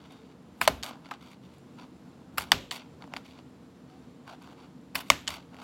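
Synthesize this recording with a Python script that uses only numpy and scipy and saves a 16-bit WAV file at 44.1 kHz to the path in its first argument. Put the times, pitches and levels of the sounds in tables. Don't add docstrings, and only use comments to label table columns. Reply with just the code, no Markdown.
import sys
import numpy as np
from scipy import signal
from scipy.fft import rfft, irfft
from scipy.io import wavfile
from scipy.ndimage import uniform_filter1d

SR = 44100
rng = np.random.default_rng(int(sys.argv[2]) if len(sys.argv) > 2 else 0)


def int16_out(signal):
    q = np.round(np.clip(np.atleast_2d(signal).T, -1, 1) * 32767)
    wavfile.write(sys.argv[1], SR, q.astype(np.int16))


def gain_from_db(level_db):
    decades = np.asarray(level_db, float) / 20
    return 10 ** decades


N = 248283


def unit(x):
    return x / np.sqrt(np.mean(x ** 2) + 1e-30)


def ring(x, hz, width):
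    return signal.lfilter(*signal.iirpeak(hz, hz / width, fs=SR), x)


def body(x, modes):
    return sum((-1) ** k * gain_from_db(db) * ring(x, hz, width) for k, (hz, width, db) in enumerate(modes))


def add(out, s, x):
    i = int(s * SR)
    out[i:i + len(x)] += x[:N - i]


def grit(size, spread_db):
    return rng.standard_normal(size) * gain_from_db(spread_db * rng.exponential(size=size))


# frequency [Hz], level [dB per Hz].
HUM = [(20, -45), (31, -33), (50, -32.5), (62, -16), (99, -15.5), (130, 0.5), (220, -1), (310, -2.5),
       (400, -12), (1000, -17), (2000, -27.5), (4000, -30), (8000, -40), (15600, -49)]
# frequency [Hz], width [Hz], level [dB].
DUCT = [(80.4, 13, -65.5), (180, 4.6, -62.5), (253, 23, -56), (467, 28, -65.5), (7224, 60, -83.5),
        (9800, 30, -92.5)]


def hum():
    bin_hz = np.maximum(np.arange(N // 2 + 1) * SR / N, 1)
    hz, db = np.transpose(HUM)
    colour = gain_from_db(np.interp(np.log(bin_hz), np.log(hz), db))
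    air = gain_from_db(-53.5) * unit(irfft(rfft(rng.standard_normal(N)) * colour, N))
    swell = unit(uniform_filter1d(rng.standard_normal(N), size=8000))
    ducts = sum(gain_from_db(db) * unit(ring(rng.standard_normal(N), f, width)) for f, width, db in DUCT)
    return (air + ducts) * gain_from_db(.7 * swell)


# centre [Hz], decay time t60 [s], level [dB].
ROOM = [(493, 0.21, -18.5), (789, 0.3, -21), (1290, 0.33, -20), (2093, 0.31, -21.5), (3170, 0.43, -20.5),
        (4780, .25, -20.5), (6300, 0.36, -18.5), (7850, 0.17, -19.5), (10500, 0.38, -20),
        (14000, 0.18, -18.5)]


def room(x):
    t, out = np.arange(SR // 2) / SR, 0
    start = np.clip((t - .002) / 0.0019, 0, 1)
    start = start * (1 + 6.4 * np.exp(-t / 0.0066))
    rattle = grit(size=N, spread_db=2.0)
    for k, (hz, t60, db) in enumerate(ROOM):
        band = signal.butter(2, [hz / 1.25, hz * 1.25], "band", fs=SR, output="sos")
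        decay = start * 1e6 ** (-t / t60) * 50 / SR
        energy = signal.fftconvolve(signal.sosfilt(band, x) ** 2, decay)[:N]
        out = out + (-1) ** k * gain_from_db(db) * np.sqrt(np.abs(energy)) * unit(signal.sosfilt(band, rattle))
    return out


# start [s], frequency [Hz], level [dB], decay time t60 [s].
TINK = (.103, 3700, -62, .5)


def tink():
    out, t = np.zeros(N), np.arange(SR // 2) / SR
    s, hz, db, t60 = TINK
    partials = np.sin(2 * np.pi * hz * t) + .4 * np.sin(2 * np.pi * (hz + 22) * t)
    add(out, s, gain_from_db(db - 60 * t / t60) * partials)
    return out


# start [s], length [s], frequency [Hz], width [Hz], level [dB].
WHINES = [
    (2.507, .011, 8200, 500, -66),
    (5.086, .016, 8200, 400, -63),
    (.06, .39, 440, 40, -62),
    (3.86, .13, 755, 15, -63),
]


def whines():
    out = np.zeros(N)
    for s, length, hz, width, db in WHINES:
        noise = rng.standard_normal(SR)[:int(length * SR)]
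        narrow = ring(ring(noise, hz, width), hz, width)
        add(out, s, gain_from_db(db) * unit(narrow) * np.hanning(len(noise)) ** 0.17)
    return out


# frequency [Hz], width [Hz], level [dB].
SHEET = [(44.58, 29, -21), (66.5, 18, -5), (92, 30, -4.5), (173.7, 41, -1.5), (271.6, 23, -0.5),
         (388, 50, -2), (564, 120, 0)]
# start [s], level [dB], shaking time [ms], bass tilt [dB per octave].
JOLTS = [
    (0.615, -45, 20, -4),
    (0.675, -34, 51, -2.3),
    (0.828, -54.5, 33, -3),
    (2.38, -42.5, 40, -1.5),
    (2.518, -34.5, 64, -2),
    (2.711, -54, 36, 2),
    (3.142, -48, 46, 1),
    (4.947, -41.5, 31, 0.5),
    (5.102, -33, 37, -1),
    (5.276, -49.5, 85, -5),
]


def sheet():
    out, t = np.zeros(N), np.arange(SR // 2) / SR
    for s, db, ms, tilt_db in JOLTS:
        for hz, width, mode_db in SHEET:
            shaking = rng.standard_normal(len(t)) * np.exp(-t * 1000 / ms)
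            swing = ring(shaking, hz, width)
            add(out, s, swing / np.abs(swing).max() * gain_from_db(db + mode_db + tilt_db * np.log2(hz / 170)))
    return out


def strokes(table, rates):
    t, level = np.arange(N) / SR, np.zeros((3, N))
    rise, sag, fades = rates
    for s, hold, db, card_db, edge_db in table:
        held = db + rise * np.minimum(t - s, 0) - sag * np.clip(t - s, 0, hold)
        for k, rel_db in enumerate((0, card_db, edge_db)):
            level[k] += gain_from_db(held + rel_db - fades[k] * np.maximum(t - s - hold, 0))
    return level


# frequency [Hz], width [Hz], level [dB].
LEVER = [(2150, 350, 2.5), (2856, 430, 2.5), (3560, 470, 1.5), (4590, 216, 1.5), (5680, 760, -9)]
CARD = [(704, 235, -2), (1013, 290, -0.5), (1436, 340, -2.5), (1660, 420, -8.5)]
EDGE = [(6600, 780, -8), (8600, 1300, -1.5), (9240, 930, -2), (11300, 980, -3), (14000, 5300, -10)]
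# start [s], hold [s], lever ring [dB], card over lever [dB], edge over lever [dB].
DRAGS = [
    (.626, 0.019, -40, -4.5, -3.5),
    (.84, 0.054, -43.5, 4, -9),
    (2.392, 0.034, -43, 1, -4),
    (2.722, 0.052, -40, -3, -8),
    (4.964, 0.023, -43, -0.5, -4),
    (5.282, 0.082, -41.5, -0.5, -11),
]
# rise, sag while held, then the fades of lever, card and edge [all dB per s].
DRAG_DB_PER_S = (3000, 92, (300, 220.5, 899.5))
# start [s], hold [s], lever ring [dB], card over lever [dB], edge over lever [dB].
SLIDES = [(0, 0.073, -63.5, 2, -20), (.11, .018, -61.5, 2, -13), (.135, 0.19, -66, 2, -18),
          (.583, 0.028, -70, 7, -2), (1.048, 0.028, -60.5, 4, -21), (1.118, 0.022, -54.5, 6.5, -25),
          (1.215, 0.13, -58.5, -1, -14), (1.43, 0.14, -67.5, -5, -14), (1.787, 0.057, -58, 4.5, -19),
          (2.06, 0.062, -73.5, 7, -14), (2.338, 0.038, -74, 7, -1.5), (2.49, 0.033, -65.5, -3.5, -12),
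          (3.024, 0.008, -60, 11.5, -22), (3.12, 0.011, -64, 10, -27.5), (3.17, 0.0091, -56.5, 6.5, -11),
          (3.25, .07, -59.5, -5, -16), (3.35, 0.053, -62, 0.5, -21.5), (3.89, 0.18, -69.5, 2, -18.5),
          (4.282, 0.055, -53.5, 7, -17.5), (4.42, 0.11, -61.5, 5, -16), (4.585, .065, -63, 3, -24),
          (5.065, 0.038, -58.5, -10, -7.5), (5.535, 0.029, -67, 10, -16), (5.605, 0.044, -53.5, 4, -14.5)]
# rise, sag while held, then the fades of lever, card and edge [all dB per s].
SLIDE_DB_PER_S = (806.5, 24, (649.5, 549.5, 800.5))


def rubbing():
    level = strokes(DRAGS, DRAG_DB_PER_S) + strokes(SLIDES, SLIDE_DB_PER_S)
    patch = uniform_filter1d(np.repeat(rng.standard_normal(N // 128 + 1), 128)[:N], size=128)
    force = grit(size=N, spread_db=1.64) * gain_from_db(3.9 * patch)
    return sum(g * unit(body(force, modes)) for g, modes in zip(level, (LEVER, CARD, EDGE)))


def contact(ms, rise, fall, lead, spread_db):
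    u = np.arange(2048) / SR * 1000 / max(ms, .1)
    force = unit(grit(size=2048, spread_db=spread_db)) * np.minimum(u / rise, 1) * np.exp(-u ** fall)
    force[0] += lead
    return force


def struck(force, modes, late=0.):
    total = 0
    for k, (hz, width, db) in enumerate(modes):
        r = np.roll(ring(force, hz, width), int(late * SR / hz))
        total = total + (-1) ** k * gain_from_db(db) * r / np.abs(r).max()
    return total / np.abs(total).max()


def knocks(table, metal, edge, card_width, **shape):
    out = np.zeros(N)
    for s, db, card_db, edge_db, card_hz, ms in table:
        force = contact(ms, **shape)
        card = struck(force, [(card_hz, card_width, 4.0)] + CARD[::-1], late=.6)
        sound = struck(force, metal) + gain_from_db(card_db) * card + gain_from_db(edge_db) * struck(force, edge)
        add(out, s, gain_from_db(db) * sound)
    return out


# start [s], lever ring [dB], card over lever [dB], edge over lever [dB], card pitch [Hz].
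BOUNCES = [(.6268, -30.5, 1, -10.5, 1038), (.6584, -34.5, -2.5, -10, 1290), (.6787, -19.5, 12.5, 4.5, 628),
           (.684, -17.5, -3.5, -16, 619), (.8628, -31.5, 0, -10, 1090), (2.4083, -31.5, -0.2, -13.5, 810),
           (2.4212, -31.5, -1, -6.5, 914), (2.5286, -30, 13.5, -8.5, 619), (2.5353, -29.5, -1, -14.5, 727),
           (5.1045, -21, 10, -6, 937), (5.1206, -31, 5, -5, 1335), (5.305, -30, -3.5, -6, 1310)]
# start [s], lever ring [dB], card over lever [dB], edge over lever [dB].
TICKS = [(.1221, -59, -2, 10), (1.0576, -40, -15, -25), (1.088, -50, 7, -26), (1.1105, -32.5, -1, -33),
         (1.1384, -38.5, -2, -18.5), (1.3148, -48, -8, -7), (1.332, -48, -1.5, -13), (1.5462, -63, -5, 3),
         (1.5831, -57, 1.5, 5), (3.0221, -36.5, -11, -30), (3.0403, -52.5, 14, -22),
         (3.0758, -60, 18.5, -18), (3.1205, -65, 5, -17), (3.137, -32, 6.5, -32), (3.1642, -25.5, -4, -35),
         (3.1682, -31.5, 4.5, -14), (3.263, -47, -8, -10), (3.3095, -44, -17, -18), (3.3893, -48, 3, -24),
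         (4.2773, -46, 10, -15), (4.4238, -55.5, -3.5, 4), (5.5442, -46, 7, -12), (5.5664, -45, -1.5, -13),
         (5.5871, -49, 11, -37.5)]


def ticks():
    bounce_ms, tick_card_hz, tick_ms = 0.75, 716, 0.94
    small = [(*row, bounce_ms) for row in BOUNCES] + [(*row, tick_card_hz, tick_ms) for row in TICKS]
    return knocks(small, LEVER, EDGE, card_width=310.0, rise=0.059, fall=1.4, lead=2.1, spread_db=0.0)


# frequency [Hz], width [Hz], level [dB].
SPRING = [(1690, 590, -2), (2270, 400, -3.5), (3050, 220, 3), (3730, 330, 1), (4315, 210, 1.5),
          (5580, 900, 0.5), (6780, 310, -3), (7930, 230, -7)]
# start [s], spring ring [dB], card over spring [dB],
# edge over spring [dB], contact length [ms].
RELEASES = [
    (0.8277, -25, -20, -25, 0.54),
    (0.8326, -23, -13, -13, 2.1),
    (.8417, -57, 14, 24.5, 1.2),
    (2.71, -19, -18, -32, 0.58),
    (2.7125, -25, -13, -19, 0.49),
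    (2.7136, -21.5, -3.5, -14, 0.7),
    (5.27, -37, -17, -23, .75),
    (5.2733, -45, -2, -17, 1.05),
    (5.2766, -14.5, -28, -31, 0.24),
    (5.2799, -15, -16, -20.5, 0.48),
]


def releases():
    card_hz = 1186
    opening = [(*row[:4], card_hz, row[4]) for row in RELEASES]
    return knocks(opening, SPRING, EDGE, card_width=120.0, rise=0.085, fall=1.2, lead=2.1, spread_db=3.5)


# frequency [Hz], width [Hz], level [dB].
GRIPS = [
    [(632, 62, 1.5), (1032, 83, 0.5), (1430, 200, -19), (1972, 360, 2.5), (2480, 161, -5), (2970, 250, 1),
     (3570, 280, -15), (4260, 440, 1), (6080, 440, -5)],
    [(780, 200, -11), (1170, 180, -8), (1400, 210, -8.5), (2020, 560, 0.5), (2150, 160, -7),
     (2984, 500, 0.5), (3515, 450, -17), (4550, 210, -6), (5900, 2000, -6)],
    [(810, 340, 1), (929, 120, 1.5), (1158, 230, -3), (1410, 230, -9.5), (1865, 170, -8), (2180, 200, -3),
     (2920, 330, 1), (3630, 120, -9.5), (4350, 370, -12.5)],
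]
# start [s], ring [dB], edge crack [dB], contact length [ms].
SLAMS = [
    (.6764, -7.5, -16, 1.0),
    (2.5185, -5.5, -15, 1.7),
    (5.1011, -5, -20, 1.7),
]


def slams():
    out = np.zeros(N)
    for (s, db, edge_db, ms), grip in zip(SLAMS, GRIPS):
        force = contact(ms, rise=.15, fall=2.6, lead=5.0, spread_db=1.5)
        add(out, s, gain_from_db(db + 6) * struck(force, grip, late=.35) + gain_from_db(edge_db) * struck(force, EDGE))
    return out


# frequency [Hz], width [Hz], level [dB].
DIE = [(1920, 270, -5), (2490, 280, 0.5), (2940, 160, -0.5), (3530, 400, -2.5), (4530, 600, -2),
       (5470, 600, -5.5)]
FIBRES = [(7100, 800, -7.5), (7760, 690, -6), (10500, 980, 1), (13800, 4800, 5), (14100, 1800, -4)]
# start [s], die ring [dB], card ring over die [dB],
# fibre crack over die [dB], contact length [ms].
BITES = [
    (.6095, -42, 6, 5, 7.8),
    (.613, -21, 12, -3, 3.5),
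    (0.6182, -26.5, 6, -4, 7),
    (0.8292, -32.5, -24, -21, 11),
    (2.3737, -34.5, 6, -1, 12),
    (2.3805, -17, 2, -5, 3.2),
    (2.384, -25.5, -0.5, -3, 6),
    (4.9472, -43, 6.5, 2.5, 4),
    (4.9523, -18.5, -2.5, -5, 8.6),
    (5.002, -35, -1, -4, 12.5),
]
# start [s], die ring [dB], card pitch [Hz].
SEATS = [
    (1.1104, -45.5, 854),
    (1.1110, -42, 1270),
]


def bites():
    bite_card_hz = 1310
    seat_card_db, seat_edge_db, seat_ms = 13, -28, 7
    tearing = [(*row[:4], bite_card_hz, row[4]) for row in BITES]
    seating = [(s, db, seat_card_db, seat_edge_db, hz, seat_ms) for s, db, hz in SEATS]
    torn = knocks(tearing, DIE, FIBRES, card_width=300., rise=0.16, fall=2.0, lead=.01, spread_db=0.5)
    seated = knocks(seating, DIE, FIBRES, card_width=73.0, rise=0.097, fall=2.0, lead=.01, spread_db=-3.5)
    return torn + seated


def scene():
    hits, rubs = bites() + slams() + releases() + ticks(), rubbing()
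    tail = room(hits + 0.41 * rubs)
    return (hits + rubs + tail + sheet() + tink() + whines() + hum())[None]


def top_cut(x):
    return signal.sosfilt(signal.butter(12, 17070, fs=SR, output="sos"), x)


def record(dry):
    low = signal.butter(2, 45, "high", fs=SR, output="sos")
    top = signal.ellip(8, .2, 70, 15950, fs=SR, output="sos")
    soft = np.tanh(signal.sosfilt(low, dry) * .8) / .8
    return top_cut(signal.sosfilt(top, soft))


dry = scene()
out = record(dry)
int16_out(out)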